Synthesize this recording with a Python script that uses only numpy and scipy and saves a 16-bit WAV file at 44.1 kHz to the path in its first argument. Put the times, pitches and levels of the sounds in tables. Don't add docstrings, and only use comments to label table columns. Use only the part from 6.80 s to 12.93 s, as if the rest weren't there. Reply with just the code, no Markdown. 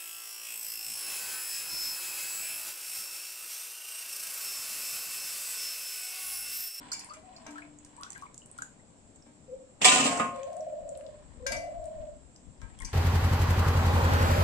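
import sys
import numpy as np
from scipy import signal
from scipy.fft import rfft, irfft, next_fast_len
from scipy.io import wavfile
from scipy.ndimage import uniform_filter1d

SR = 44100
rng = np.random.default_rng(int(sys.argv[2]) if len(sys.argv) > 2 else 0)


def file_out(sig):
    cols = np.atleast_2d(sig).T
    lim = np.clip(cols, -1, 1)
    pcm = np.round(lim * 32767).astype(np.int16)
    wavfile.write(sys.argv[1], SR, pcm)


N = 270326

# start_s, level_db, favoured pitch_hz, fall_db per octave from it, choke_s after start
POD_BLOWS = [(3.015, -29.5, 261, 3, 0.015), (3.045, -14, 3770, 0.8, 0.039), (3.051, -22, 480, 45, 0.046),
             (3.061, -21, 1012, -2, 0.041), (3.055, -16, 745, 5.5, .07), (3.085, -16.5, 2780, -1, 0.022),
             (3.116, -22.5, 1350, 37, 0.026), (3.129, -28, 253, 13, 0.096), (3.159, -22, 470, 7.5, 0.024),
             (3.188, -27, 1200, 36, 0.067), (3.199, -30.5, 253, 4.5, 0.098), (3.254, -24.5, 253, 7, 0.077),
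             (3.26, -42, 1071, 43, .6), (3.271, -33, 2950, 8, 0.027), (3.319, -32, 700, 11, .3),
             (3.397, -24.5, 1238, 25, .4), (3.399, -30, 400, 7, 0.056)]
# time_s, level_db
POD_TUMBLE = [(3.0, -74), (3.018, -27.5), (3.036, -28.5), (3.048, -15), (3.112, -25), (3.226, -27.5),
              (3.254, -28), (3.33, -36.5), (3.44, -43.5), (3.52, -67)]
# pitch_hz, level_db
SHEET_STEEL = [(59, -40), (100, -25), (214, -6), (248, -9), (403, -21.5), (477, -8.5), (654, -8),
               (743, -12.5), (825, -7.5), (1040, -15), (1520, -11), (2810, 4.5), (4020, -8), (6400, -8.5),
               (7570, 0.5), (9500, -19), (15500, -29)]
# pitch_hz, light_db, heavy_db under the pods, t60_s before the load stretches it
DRY_BOWL_MODES = [(259, -15.5, -12, 0.23), (480, -11.5, -32.5, 0.04), (700, -32.5, -15.5, 0.86),
                  (745, -9.5, -22.5, 0.27), (921, -37, -22, 0.3), (1018.5, -7.5, -33, .5),
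                  (1071, -38, -7, 0.38), (1197, -12, -29.5, .6), (1238, -33.5, -5, 0.15),
                  (1460, -29, -14, 0.17), (1635, -31, -11.5, 0.19), (1828, -9, -29.5, 0.1),
                  (2000, -13.5, -11.5, 0.08), (2200, -15.5, -14.5, 0.45), (2217, -15.5, -17, 0.3),
                  (2300, -23, -36, 0.92), (2310, -15, -22.5, 0.22), (2700, -16.5, -31, 0.34),
                  (2934, -15.5, -17.5, 0.97), (3300, -12, -22.5, 0.11), (3520, 2, -21.5, 0.085),
                  (3800, -5, -6.5, 0.072), (3820, -8.5, -28, 0.09), (4330, -16, -27.5, 0.12),
                  (4740, -19.5, -28.5, 0.18), (5190, -20.5, -38.5, .2), (6100, -22.5, -42, 0.11),
                  (7496, -7.5, -36.5, .08), (8170, -8.5, -31.5, .08), (7200, -6, -38, 0.063)]
# pitch_hz, left_minus_right_db
DRY_BOWL_LEAN = [(60, 2), (110, -0.5), (200, 6.5), (380, 5), (700, 3), (1290, -4.5), (2380, 2.5),
                 (4400, -0.5), (8120, -10), (15000, -7.5)]
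FILL_FROM_S, FILL_S = 3.06, 0.2
RING_LIGHT, RING_FULL = .9, 1.6
HARDEST_DB, DULLING, DULLEST_DB = -17.5, 0.87, 22

# start_s, level_db, favoured pitch_hz, fall_db per octave from it
BOWL_KNOCKS = [(.009, -49, 243, 17), (.116, -53.5, 1370, 2), (.134, -50, 3200, 11), (0.149, -64, 920, 35),
               (.339, -57.5, 2820, 14), (0.611, -52, 240, 33), (.664, -46, 921, 2.5),
               (0.666, -53, 1599, 12), (.68, -46.5, 296, 31), (2.465, -53, 240, 8), (4.664, -30, 1599, 43),
               (4.665, -39.5, 3510, 5.5), (4.721, -35.5, 2024, 35), (4.722, -41, 860, -15),
               (5.816, -51, 1294, 16.5), (6.004, -49.5, 1061, 32), (6.05, -55.5, 2299, 9)]
# pitch_hz, level_db, t60_s
WATER_BOWL_MODES = [(240, -2.5, 0.13), (296, -13.5, 2.5), (623, -2, 0.34), (920, -1.5, 0.35),
                    (1061, -4, 0.2), (1294, -11, 0.6), (1599, -0.5, 0.17), (2024, -3, 0.44),
                    (2299, -3, 0.41), (2476, -8, 0.19), (2820, -10, 0.35), (3200, -22, 0.16),
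                    (3800, -15, 0.13), (3510, -12.5, 0.12)]
THUD_DB, THUD_LOSS, KNOCK_PAN_DB = -5, 0.33, 7.5

# start_s, level_db before panning, loudest pitch_hz, fall_db per octave from it
BANGLE_CLINKS = [(0.1171, -27.5, 4657, 4.5), (0.1295, -26.5, 7120, 20), (.1925, -36, 4900, 3),
                 (.2947, -47.5, 4540, 25), (.3351, -43, 7360, 19), (.5631, -45, 4440, 14),
                 (0.707, -47.5, 7300, 14), (4.666, -28, 6100, 10), (4.7192, -27.5, 4720, 3),
                 (4.7661, -38, 5850, 30), (6.0479, -33.5, 6260, 10)]
BANGLE_LOW_HZ, BANGLE_HIGH_HZ = 4300, 13000
CLINK_T60_S = 0.058

# time_s, left_minus_right_db of the water bowl's treble
MICROPHONE_TURN = [(0, -3.5), (3.6, -5), (4.2, 8.5), (6.13, 9)]

# start_s, peak_db before panning, centre_hz, width as a fraction of the centre
DROP_SNAPS = [(0.245, -38, 9200, 0.21), (0.6669, -36, 6450, 0.43), (.7811, -43, 9200, .97),
              (0.987, -44, 7200, 0.13), (1.0485, -39, 7300, 0.39), (1.1655, -39, 7740, 0.17),
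              (1.2116, -37.5, 9400, 0.45), (1.2337, -26.5, 4950, 1), (1.3038, -30.5, 7470, 0.21),
              (1.3202, -35, 7650, 0.24), (1.331, -36.5, 7200, 0.62), (1.3785, -35, 9500, 0.61),
              (1.415, -46, 7900, 0.44), (1.4224, -44, 7800, .6), (1.544, -36.5, 7850, .38),
              (1.5784, -35, 7340, .2), (1.659, -40.5, 8550, 0.25), (1.714, -37.5, 8150, 0.11),
              (1.779, -41, 7850, 0.3), (1.7858, -37.5, 7800, 1), (1.8208, -28.5, 7230, 0.21),
              (1.824, -33.5, 7850, .95), (2.359, -45.5, 7260, 0.11), (2.424, -53.5, 5400, 0.17),
              (3.5607, -43, 7440, 0.25), (3.631, -43.5, 2700, 0.65), (3.6335, -38, 6930, 0.3),
              (3.7304, -46.5, 8000, 0.72), (3.7672, -39, 8020, 0.2), (3.8071, -43, 6000, 0.36),
              (4.0911, -36.5, 7680, 0.14), (4.152, -49.5, 3500, 1), (4.1744, -39, 9030, .39),
              (4.21, -49, 1790, 0.91), (4.265, -45, 3810, 0.47), (5.0417, -44.5, 7240, .8),
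              (5.0558, -43.5, 8170, .2), (5.5613, -41, 5700, .37), (5.778, -64, 4700, .3),
              (5.816, -45.5, 6000, .95), (5.9, -56, 8450, 0.23), (5.989, -40, 8100, .67),
              (6.0021, -37, 8600, .31), (6.0198, -36, 8000, 0.93)]
# start_s, level_db before panning, starting pitch_hz, t60_s
DROP_BUBBLES = [(0.12, -28.5, 1390, .017), (.25, -55.5, 888, 0.44), (0.288, -45, 1022, 0.094),
                (.306, -38.5, 1218, 0.13), (0.37, -53, 1000, .058), (0.583, -50, 1015, 0.052),
                (.756, -42.5, 1295, 0.19), (.781, -35.5, 1615, 0.055), (0.82, -43, 2340, 0.054),
                (1.179, -47.5, 961, 0.38), (1.207, -42.5, 1099, 0.089), (1.223, -43.5, 1326, 0.083),
                (1.243, -43, 1320, 0.058), (1.264, -41, 1520, 0.043), (1.35, -47, 1950, 0.057),
                (1.358, -39.5, 1560, 0.063), (1.372, -41, 1590, 0.025), (1.422, -36.5, 1087, 0.052),
                (1.434, -35.5, 1128, .036), (1.454, -44, 998, 0.054), (1.461, -52, 967, 0.11),
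                (1.465, -50, 2310, 0.047), (1.618, -51, 3000, 0.031), (1.787, -32, 1373, 0.042),
                (1.82, -28, 1473, 0.031), (1.832, -40, 1420, .036), (1.996, -56.5, 2020, .037),
                (4.604, -55, 1025, 0.068), (5.99, -51.5, 3150, 0.06), (6.006, -38, 2060, .03),
                (6.023, -34, 1920, 0.027)]
SNAP_T60_S = .015
RISE_OCT_PER_S, BUBBLE_PAN_DB = 4.39, 7
GURGLES_PER_S, GURGLE_DB, GURGLE_T60_S = 45, 4, 0.08
GURGLE_LOW_HZ, GURGLE_HIGH_HZ = 817, 2607

# time_s, level_db
SLOSH_STRETCHES = [
    [(0, -54.5), (.21, -55), (.4, -67.5), (.77, -57.5), (.97, -71), (1.39, -57.5), (1.57, -79), (1.8, -62),
     (2.05, -80)],
    [(3.5, -82), (3.55, -54), (3.86, -68), (4.14, -68), (4.3, -67), (4.75, -67.5), (5.18, -65), (5.67, -91),
     (5.83, -66), (5.96, -65), (6.13, -54.5)],
]
# pitch_hz, level_db
SPRAY_COLOUR = [(410, -71), (700, 2), (1100, 3), (1220, -12.5), (1580, -5), (3150, -9.5), (5950, -22),
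                (6770, -49), (7710, -5), (10500, -37), (15500, -52.5)]

# start_s, length_s before release, level_db before the mix,
# fade_db over the length, pitch_hz, drift_hz per second, warble_semitones before shaping, mean rolls_per_s
COO_NOTES = [(0.277, 0.1, -63, 10, 597, 303, 0.29, 20), (0.432, 0.086, -52, 2, 754, -120, 0.41, 18),
             (0.558, 0.32, -54.5, -6.5, 671.6, -25, 0.73, 16.5),
             (2.678, 0.049, -49, 11.5, 505, 195, .9, 27), (2.76, 0.085, -47, -10, 529.6, -48, 1, 33),
             (3.522, 0.13, -40, 2, 553.7, -35, 1.3, 30), (3.672, 0.15, -38.5, 0, 649, -26.5, 2.35, 28.3),
             (3.797, 0.012, -31, 0, 630, -24, 0.39, 19.5), (3.865, 0.0092, -29, -1.5, 634, -40, 1.7, 36),
             (3.921, 0.015, -29.5, -1, 624, -28, 1.14, 26.5),
             (3.976, 0.3, -38, -4.5, 624.5, -97, 2.26, 24.3), (4.308, 0.1, -42, -21, 590, -200, 0.83, 25.6),
             (4.574, 0.092, -58.5, 22.5, 495, 452, 1.5, 31.4),
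             (4.704, 0.22, -37, -1, 642.4, 30.5, 2.34, 27.8),
             (4.938, 0.35, -37, -3.5, 661.7, -130, 1.17, 19.5)]
COO_ATTACK_S, COO_RELEASE_S, DOVE_PAN_DB = 0.005, 0.038, 8
SCOOP_SEMITONES, SCOOP_S, FLUTTER_DB = -.5, .025, 1.64

# time_s, level_db before panning
BREEZE_LEVEL = [(0, -76.5), (3.9, -74), (4.5, -63), (5.3, -66.5), (5.55, -70.5), (6.13, -59.5)]
# centre_s, level_db, length_s
WIND_PUFFS = [(4.04, -56, 0.051), (4.373, -63, 0.046), (4.46, -53.5, 0.056), (4.597, -52, 0.05),
              (4.734, -43, 0.18), (4.985, -44, 0.065), (5.044, -52, 0.055), (5.21, -43, 0.069),
              (5.315, -46.5, .07), (5.416, -51, 0.082), (5.685, -40.5, 0.045), (5.841, -35, 0.059),
              (5.96, -55, 0.088), (6.051, -32, 0.046)]
BREEZE_PAN_DB, BREEZE_EDGE_DB, PUFF_SHELTER_DB, PUFF_EDGE_DB = 10.5, 3.5, -48, -10

# pitch_hz, level_db
YARD_COLOUR = [(20, -3.5), (47, -12.5), (112, -4), (207, -6.5), (250, -1.5), (324, -12), (416, -12),
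               (597, -11.5), (789, -16), (1500, -25.5), (4800, -31.5), (6500, -30), (7600, -17),
               (9300, -35.5), (10300, -42), (15600, -58)]
# pitch_hz, likeness (1 is identical)
YARD_LIKENESS = [(60, 1), (180, 1), (550, 0.26), (1650, -0.09), (4970, -0.081), (15000, 0.76)]
# pitch_hz, left_minus_right_db
YARD_LEAN = [(60, -0.5), (180, 5), (550, 4.5), (1650, 4.5), (4970, -0.5), (15000, -10)]
YARD_DB, INSECT_DB = -59, -72

# pitch_hz, level_db
PORT_COLOUR = [(20, 0), (9300, 2), (9900, -6.5), (15600, -13)]
CEILING = .85
EDGE_HZ = 15650


def dry_bowl():
    out = np.zeros((2, N))
    mode_hz, light_db, heavy_db, t60 = np.transpose(DRY_BOWL_MODES)
    for s, db, hz, fall_db, choke_s in POD_BLOWS:
        t = np.arange(round((choke_s + .08) * SR)) / SR
        loaded = np.clip((s - FILL_FROM_S) / FILL_S, 0, 1)
        mode_db = light_db + loaded * (heavy_db - light_db)
        mode_t60 = t60 * (RING_LIGHT + loaded * (RING_FULL - RING_LIGHT))
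        modes = np.c_[mode_hz, mode_db, mode_t60]
        sound = ring(modes, -fall_db * abs(octaves(modes, hz)), 0.000512, 22, len(t) / SR)
        crack = evened(coloured(rng.standard_normal((2, 3000)), SHEET_STEEL))
        crack = crack * amp(-60 * t[:3000] / 0.027)
        add(sound, 0, amp(-6 - 0.3 * fall_db) * crack)
        choke = amp(-900 * np.maximum(t - choke_s, 0))
        add(out, s, amp(db) * choke * sound)
    gate, level_db = follow(POD_TUMBLE)
    rattle = patter(450, 3.4, SHEET_STEEL, .08, 4.5, count=12)(gate * amp(level_db))
    bass = signal.sosfilt(signal.butter(2, 1100, fs=SR, output="sos"), rattle)
    bass_db = np.minimum(DULLING * (HARDEST_DB - level_db), DULLEST_DB)
    out += rattle + (amp(bass_db) - 1) * bass
    leans = [np.multiply(DRY_BOWL_LEAN, [1, half]) for half in (.5, -.5)]
    out = np.array([coloured(port, lean) for port, lean in zip(out, leans)])
    too_deep = signal.butter(2, 110, "high", fs=SR, output="sos")
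    return signal.sosfilt(too_deep, out)


def water_bowl():
    out, t = np.zeros((2, N)), np.arange(SR // 5) / SR
    for s, db, hz, fall_db in BOWL_KNOCKS:
        weight_db = -fall_db * abs(octaves(WATER_BOWL_MODES, hz))
        sound = ring(WATER_BOWL_MODES, weight_db, 0.00033, 23, 1.2 if hz < 320 else .5)
        thud = evened(resonate(rng.standard_normal((2, len(t))), hz, 0.43 * hz + 300))
        add(sound, 0, thud * amp(THUD_DB - THUD_LOSS * fall_db - 60 * t / 0.17))
        add(out, s, amp(db) * sides(KNOCK_PAN_DB)[:, None] * sound)
    return out


def bangles():
    out = np.zeros((2, N))
    for s, db, hz, fall_db in BANGLE_CLINKS:
        where, size, lasting = rng.random((3, 80))
        crowd_hz = BANGLE_LOW_HZ * (BANGLE_HIGH_HZ / BANGLE_LOW_HZ) ** where
        crowd = np.c_[crowd_hz, -12 * size, CLINK_T60_S * (.4 + 1.3 * lasting)]
        modes = np.vstack([crowd, (hz, 4, 0.97 * CLINK_T60_S)])
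        sound = ring(modes, -fall_db * abs(octaves(modes, hz)), 0.000633, 260, 0.25)
        add(out, s, amp(db) * facing(s) * sound)
    return out


def drops():
    out, t = np.zeros((2, N)), np.arange(SR // 5) / SR
    for s, db, hz, width in DROP_SNAPS:
        snap = rng.standard_normal((2, 2000)) * amp(-60 * t[:2000] / SNAP_T60_S)
        snap = snap + 0.091 * snap[::-1]
        snap = resonate(resonate(snap, hz, hz * width), hz, hz * width)
        add(out, s, amp(db) * facing(s) * snap / abs(snap).max())
    for s, db, hz, t60 in [*DROP_BUBBLES, *gurgles()]:
        wobble = evened(uniform_filter1d(rng.standard_normal(len(t)), size=150))
        rise = RISE_OCT_PER_S * np.minimum(t, .05)
        phase = 2 * np.pi * np.cumsum(hz * 2 ** (rise + 0.055 * wobble)) / SR
        body = amp(db - 60 * t / max(t60, .01)) * np.minimum(t / 0.0016, 1)
        ports = np.sin([phase, phase - 2 * np.pi * hz * 0.00031])
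        add(out, s, sides(BUBBLE_PAN_DB)[:, None] * body * ports)
    return out


def gurgles():
    when, high, size = rng.random((round(GURGLES_PER_S * N / SR), 3)).T
    s = when * (N - 1) / SR
    stirred = slosh_level()[(s * SR).astype(int)]
    db = 20 * np.log10(stirred + 1e-9) + GURGLE_DB - 12 * size
    hz = GURGLE_LOW_HZ * (GURGLE_HIGH_HZ / GURGLE_LOW_HZ) ** high
    return np.c_[s, db, hz, GURGLE_T60_S * np.ones(len(s))][db > -90]


def slosh():
    return patter(1200, 3.5, SPRAY_COLOUR, .04, 3.5)(slosh_level())


def slosh_level():
    return sum(gate * amp(db) for gate, db in map(follow, SLOSH_STRETCHES))


def dove():
    out = np.zeros((1, N))
    wander = evened(uniform_filter1d(uniform_filter1d(rng.standard_normal(N), 1500), 1500))
    flutter = evened(uniform_filter1d(uniform_filter1d(rng.standard_normal(N), 500), 500))
    for s, length, db, fade_db, hz, drift, depth, per_s in COO_NOTES:
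        t = np.arange(round((length + COO_RELEASE_S) * SR)) / SR
        uneven = 1 + 0.45 * np.roll(wander, -round(s * SR))[:len(t)]
        roll = 2 * np.pi * np.cumsum(per_s * uneven) / SR
        climb = np.tanh(0.86 * np.sin(roll)) - .3 * np.sin(2 * roll)
        semitones = depth * climb + SCOOP_SEMITONES * np.exp(-t / SCOOP_S)
        tone = np.sin(2 * np.pi * np.cumsum((hz + drift * t) * 2 ** (semitones / 12)) / SR)
        shape = np.clip(np.minimum(t / COO_ATTACK_S, (t[-1] - t) / COO_RELEASE_S), 0, 1)
        shape = shape * amp(db + fade_db * t / length)
        swell = 1 + 0.083 * depth * np.cos(roll + 0.59)
        add(out, s, (shape * tone * swell)[None])
    ports = [np.roll(out[0], 16), out[0]]
    return sides(DOVE_PAN_DB)[:, None] * amp(FLUTTER_DB * flutter) * ports


def wind():
    t = np.arange(N) / SR
    deep_colour = [(8, -35.0), (25, -0.5), (50, -1.5), (90, -24.0), (300, -75.5)]  # pitch_hz, level_db
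    edge_colour = [(30, -41.5), (65, -0.5), (150, -13), (300, -17.0), (900, -69)]
    deep = evened(coloured(rng.standard_normal((2, N)), deep_colour))
    edge = evened(coloured(rng.standard_normal((2, N)), edge_colour))
    puffs = sum(amp(db) * np.exp(-(2 * (t - s) / length) ** 2) for s, db, length in WIND_PUFFS)
    breeze = amp(follow(BREEZE_LEVEL)[1]) * sides(BREEZE_PAN_DB)[:, None]
    breeze = breeze * (deep + amp(BREEZE_EDGE_DB) * edge)
    return breeze + puffs * amp([[0], [PUFF_SHELTER_DB]]) * (deep + amp(PUFF_EDGE_DB) * edge)


def yard():
    frames, hz = N // 256 + 5, np.fft.rfftfreq(1024, 1 / SR)
    a, b, c, d, patches = rng.standard_normal((frames, 513, 5)).T
    patches = evened(uniform_filter1d(uniform_filter1d(patches, 10, 0), 12, 1))
    same = np.clip(read(YARD_LIKENESS, hz), -1, 1)[:, None]
    left = a + 1j * b
    right = same * left + np.sqrt(1 - same ** 2) * (c + 1j * d)
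    level = amp(read(YARD_COLOUR, hz)[:, None] + 0.88 * patches)
    spectra = np.array([left, right]) * level * sides(read(YARD_LEAN, hz))[:, :, None]
    wash = amp(YARD_DB) * evened(signal.istft(spectra, nperseg=1024, noverlap=768)[1][:, :N])
    throb = 1 + .6 * np.sin(2 * np.pi * (11 * np.arange(N) / SR + 0.17))
    chirr = resonate(resonate(rng.standard_normal((2, N)), 7550, 470), 7550, 470)
    return wash + amp(INSECT_DB) * evened(chirr) * throb


def room(x, t60, count=SR // 2):
    taps = np.zeros((2, count))
    at = np.arange(200, count - 20, 20) + rng.integers(0, 20, (2, (count - 201) // 20))
    np.put_along_axis(taps, at, rng.choice([-1., 1.], at.shape), 1)
    taps *= amp(-60 * np.arange(count) / SR / t60)
    return signal.fftconvolve(x.mean(0)[None], taps / np.linalg.norm(taps[0]), axes=1)[:, :N]


def close_ports(x, hz):
    side = signal.sosfiltfilt(signal.butter(1, hz, fs=SR, output="sos"), x[0] - x[1]) / 2
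    return x - .75 * np.array([side, -side])


def facing(s):
    return sides(np.interp(s, *np.transpose(MICROPHONE_TURN)))[:, None]


def ring(modes, weight_db, apart_s, beat_hz, seconds):
    hz, db, t60 = np.transpose(modes)[:, :, None]
    t = np.arange(round(seconds * SR)) / SR
    start, lag, split = rng.random((3, len(modes), 1))
    size = amp(db + weight_db[:, None])
    delays = [side * apart_s * (lag - .5) for side in (1, -1)]
    waves = [np.sin(2 * np.pi * (hz * (t + delay) + start)) for delay in delays]
    beat = 1 + 0.12 * np.cos(2 * np.pi * beat_hz * (.5 + split) * t)
    shape = amp(-60 * t / np.clip(t60, .01, 1.8)) * beat
    onset = np.minimum(t / 0.0011, 1)
    return np.sum(shape * size * waves, axis=1) * onset / np.sqrt(np.sum(size ** 2))


def patter(per_s, spread_db, points, t60, patchy_db, count=8):
    taps = amp(spread_db * np.minimum(rng.exponential(1, N), 4)) * (rng.random(N) < per_s / SR)
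    spot, t = rng.integers(0, count, N), np.arange(round(t60 * SR)) / SR
    bursts = rng.standard_normal((count, 2, len(t))) * amp(-60 * t / t60)
    bursts = coloured(np.pad(bursts, ((0, 0), (0, 0), (0, 400))), points)
    spot_hz = np.geomspace(200, 12000, 14)
    bursts = [coloured(b, np.c_[spot_hz, patchy_db * rng.standard_normal(14)]) for b in bursts]
    scale = np.sqrt(np.mean(taps ** 2) * np.mean(np.sum(np.square(bursts), axis=2)))

    def play(gain):
        hits = [(taps * gain * (spot == k))[None] for k in range(count)]
        return sum(signal.oaconvolve(hit, b)[:, :N] for hit, b in zip(hits, bursts)) / scale
    return play


def resonate(x, hz, width_hz):
    turn = np.exp(2j * np.pi * np.cumsum(hz * np.ones(x.shape[-1])) / SR)
    r = np.exp(-np.pi * width_hz / SR)
    return 2 * (turn * signal.lfilter([1 - r], [1, -r], x / turn)).real


def coloured(x, points):
    size = next_fast_len(x.shape[-1])
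    gain = amp(read(points, np.fft.rfftfreq(size, 1 / SR)))
    return irfft(rfft(x, size) * gain, size)[..., :x.shape[-1]]


def read(points, hz):
    f, value = np.transpose(points)
    return np.interp(np.log(hz + 1), np.log(f + 1), value)


def octaves(modes, hz):
    return np.log2(np.transpose(modes)[0] / hz)


def follow(rows):
    s, *columns = np.transpose(rows)
    t = np.arange(N) / SR
    gate = uniform_filter1d(1. * ((t >= s[0]) & (t <= s[-1])), size=400)
    return [gate] + [np.interp(t, s, c) for c in columns]


def add(mix, s, sound):
    part = mix[:, round(s * SR):][:, :sound.shape[1]]
    part += sound[:, :part.shape[1]]


def sides(pan_db):
    return amp(np.multiply.outer([.5, -.5], pan_db))


def evened(x):
    return x / np.sqrt(np.mean(x ** 2) + 1e-20)


def amp(db):
    return 10 ** (np.asarray(db) / 20)


def scene():
    steel, drips, bird = dry_bowl() + water_bowl() + bangles(), drops(), dove()
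    near = steel + amp(-1.5) * room(steel, 0.33)
    near = near + drips + amp(-2.5) * room(drips, 0.27) + slosh()
    perch = amp(-2.5) * bird + amp(-0.5) * room(bird, 0.32)
    return close_ports(near + perch, 500) + yard() + wind()


def record(dry):
    clipped = CEILING * np.tanh(coloured(dry, PORT_COLOUR) / CEILING)
    band = signal.firwin(511, EDGE_HZ, window=("kaiser", 9), fs=SR)
    return signal.oaconvolve(clipped, band[None], "same")


dry = scene()
out = record(dry)
file_out(out)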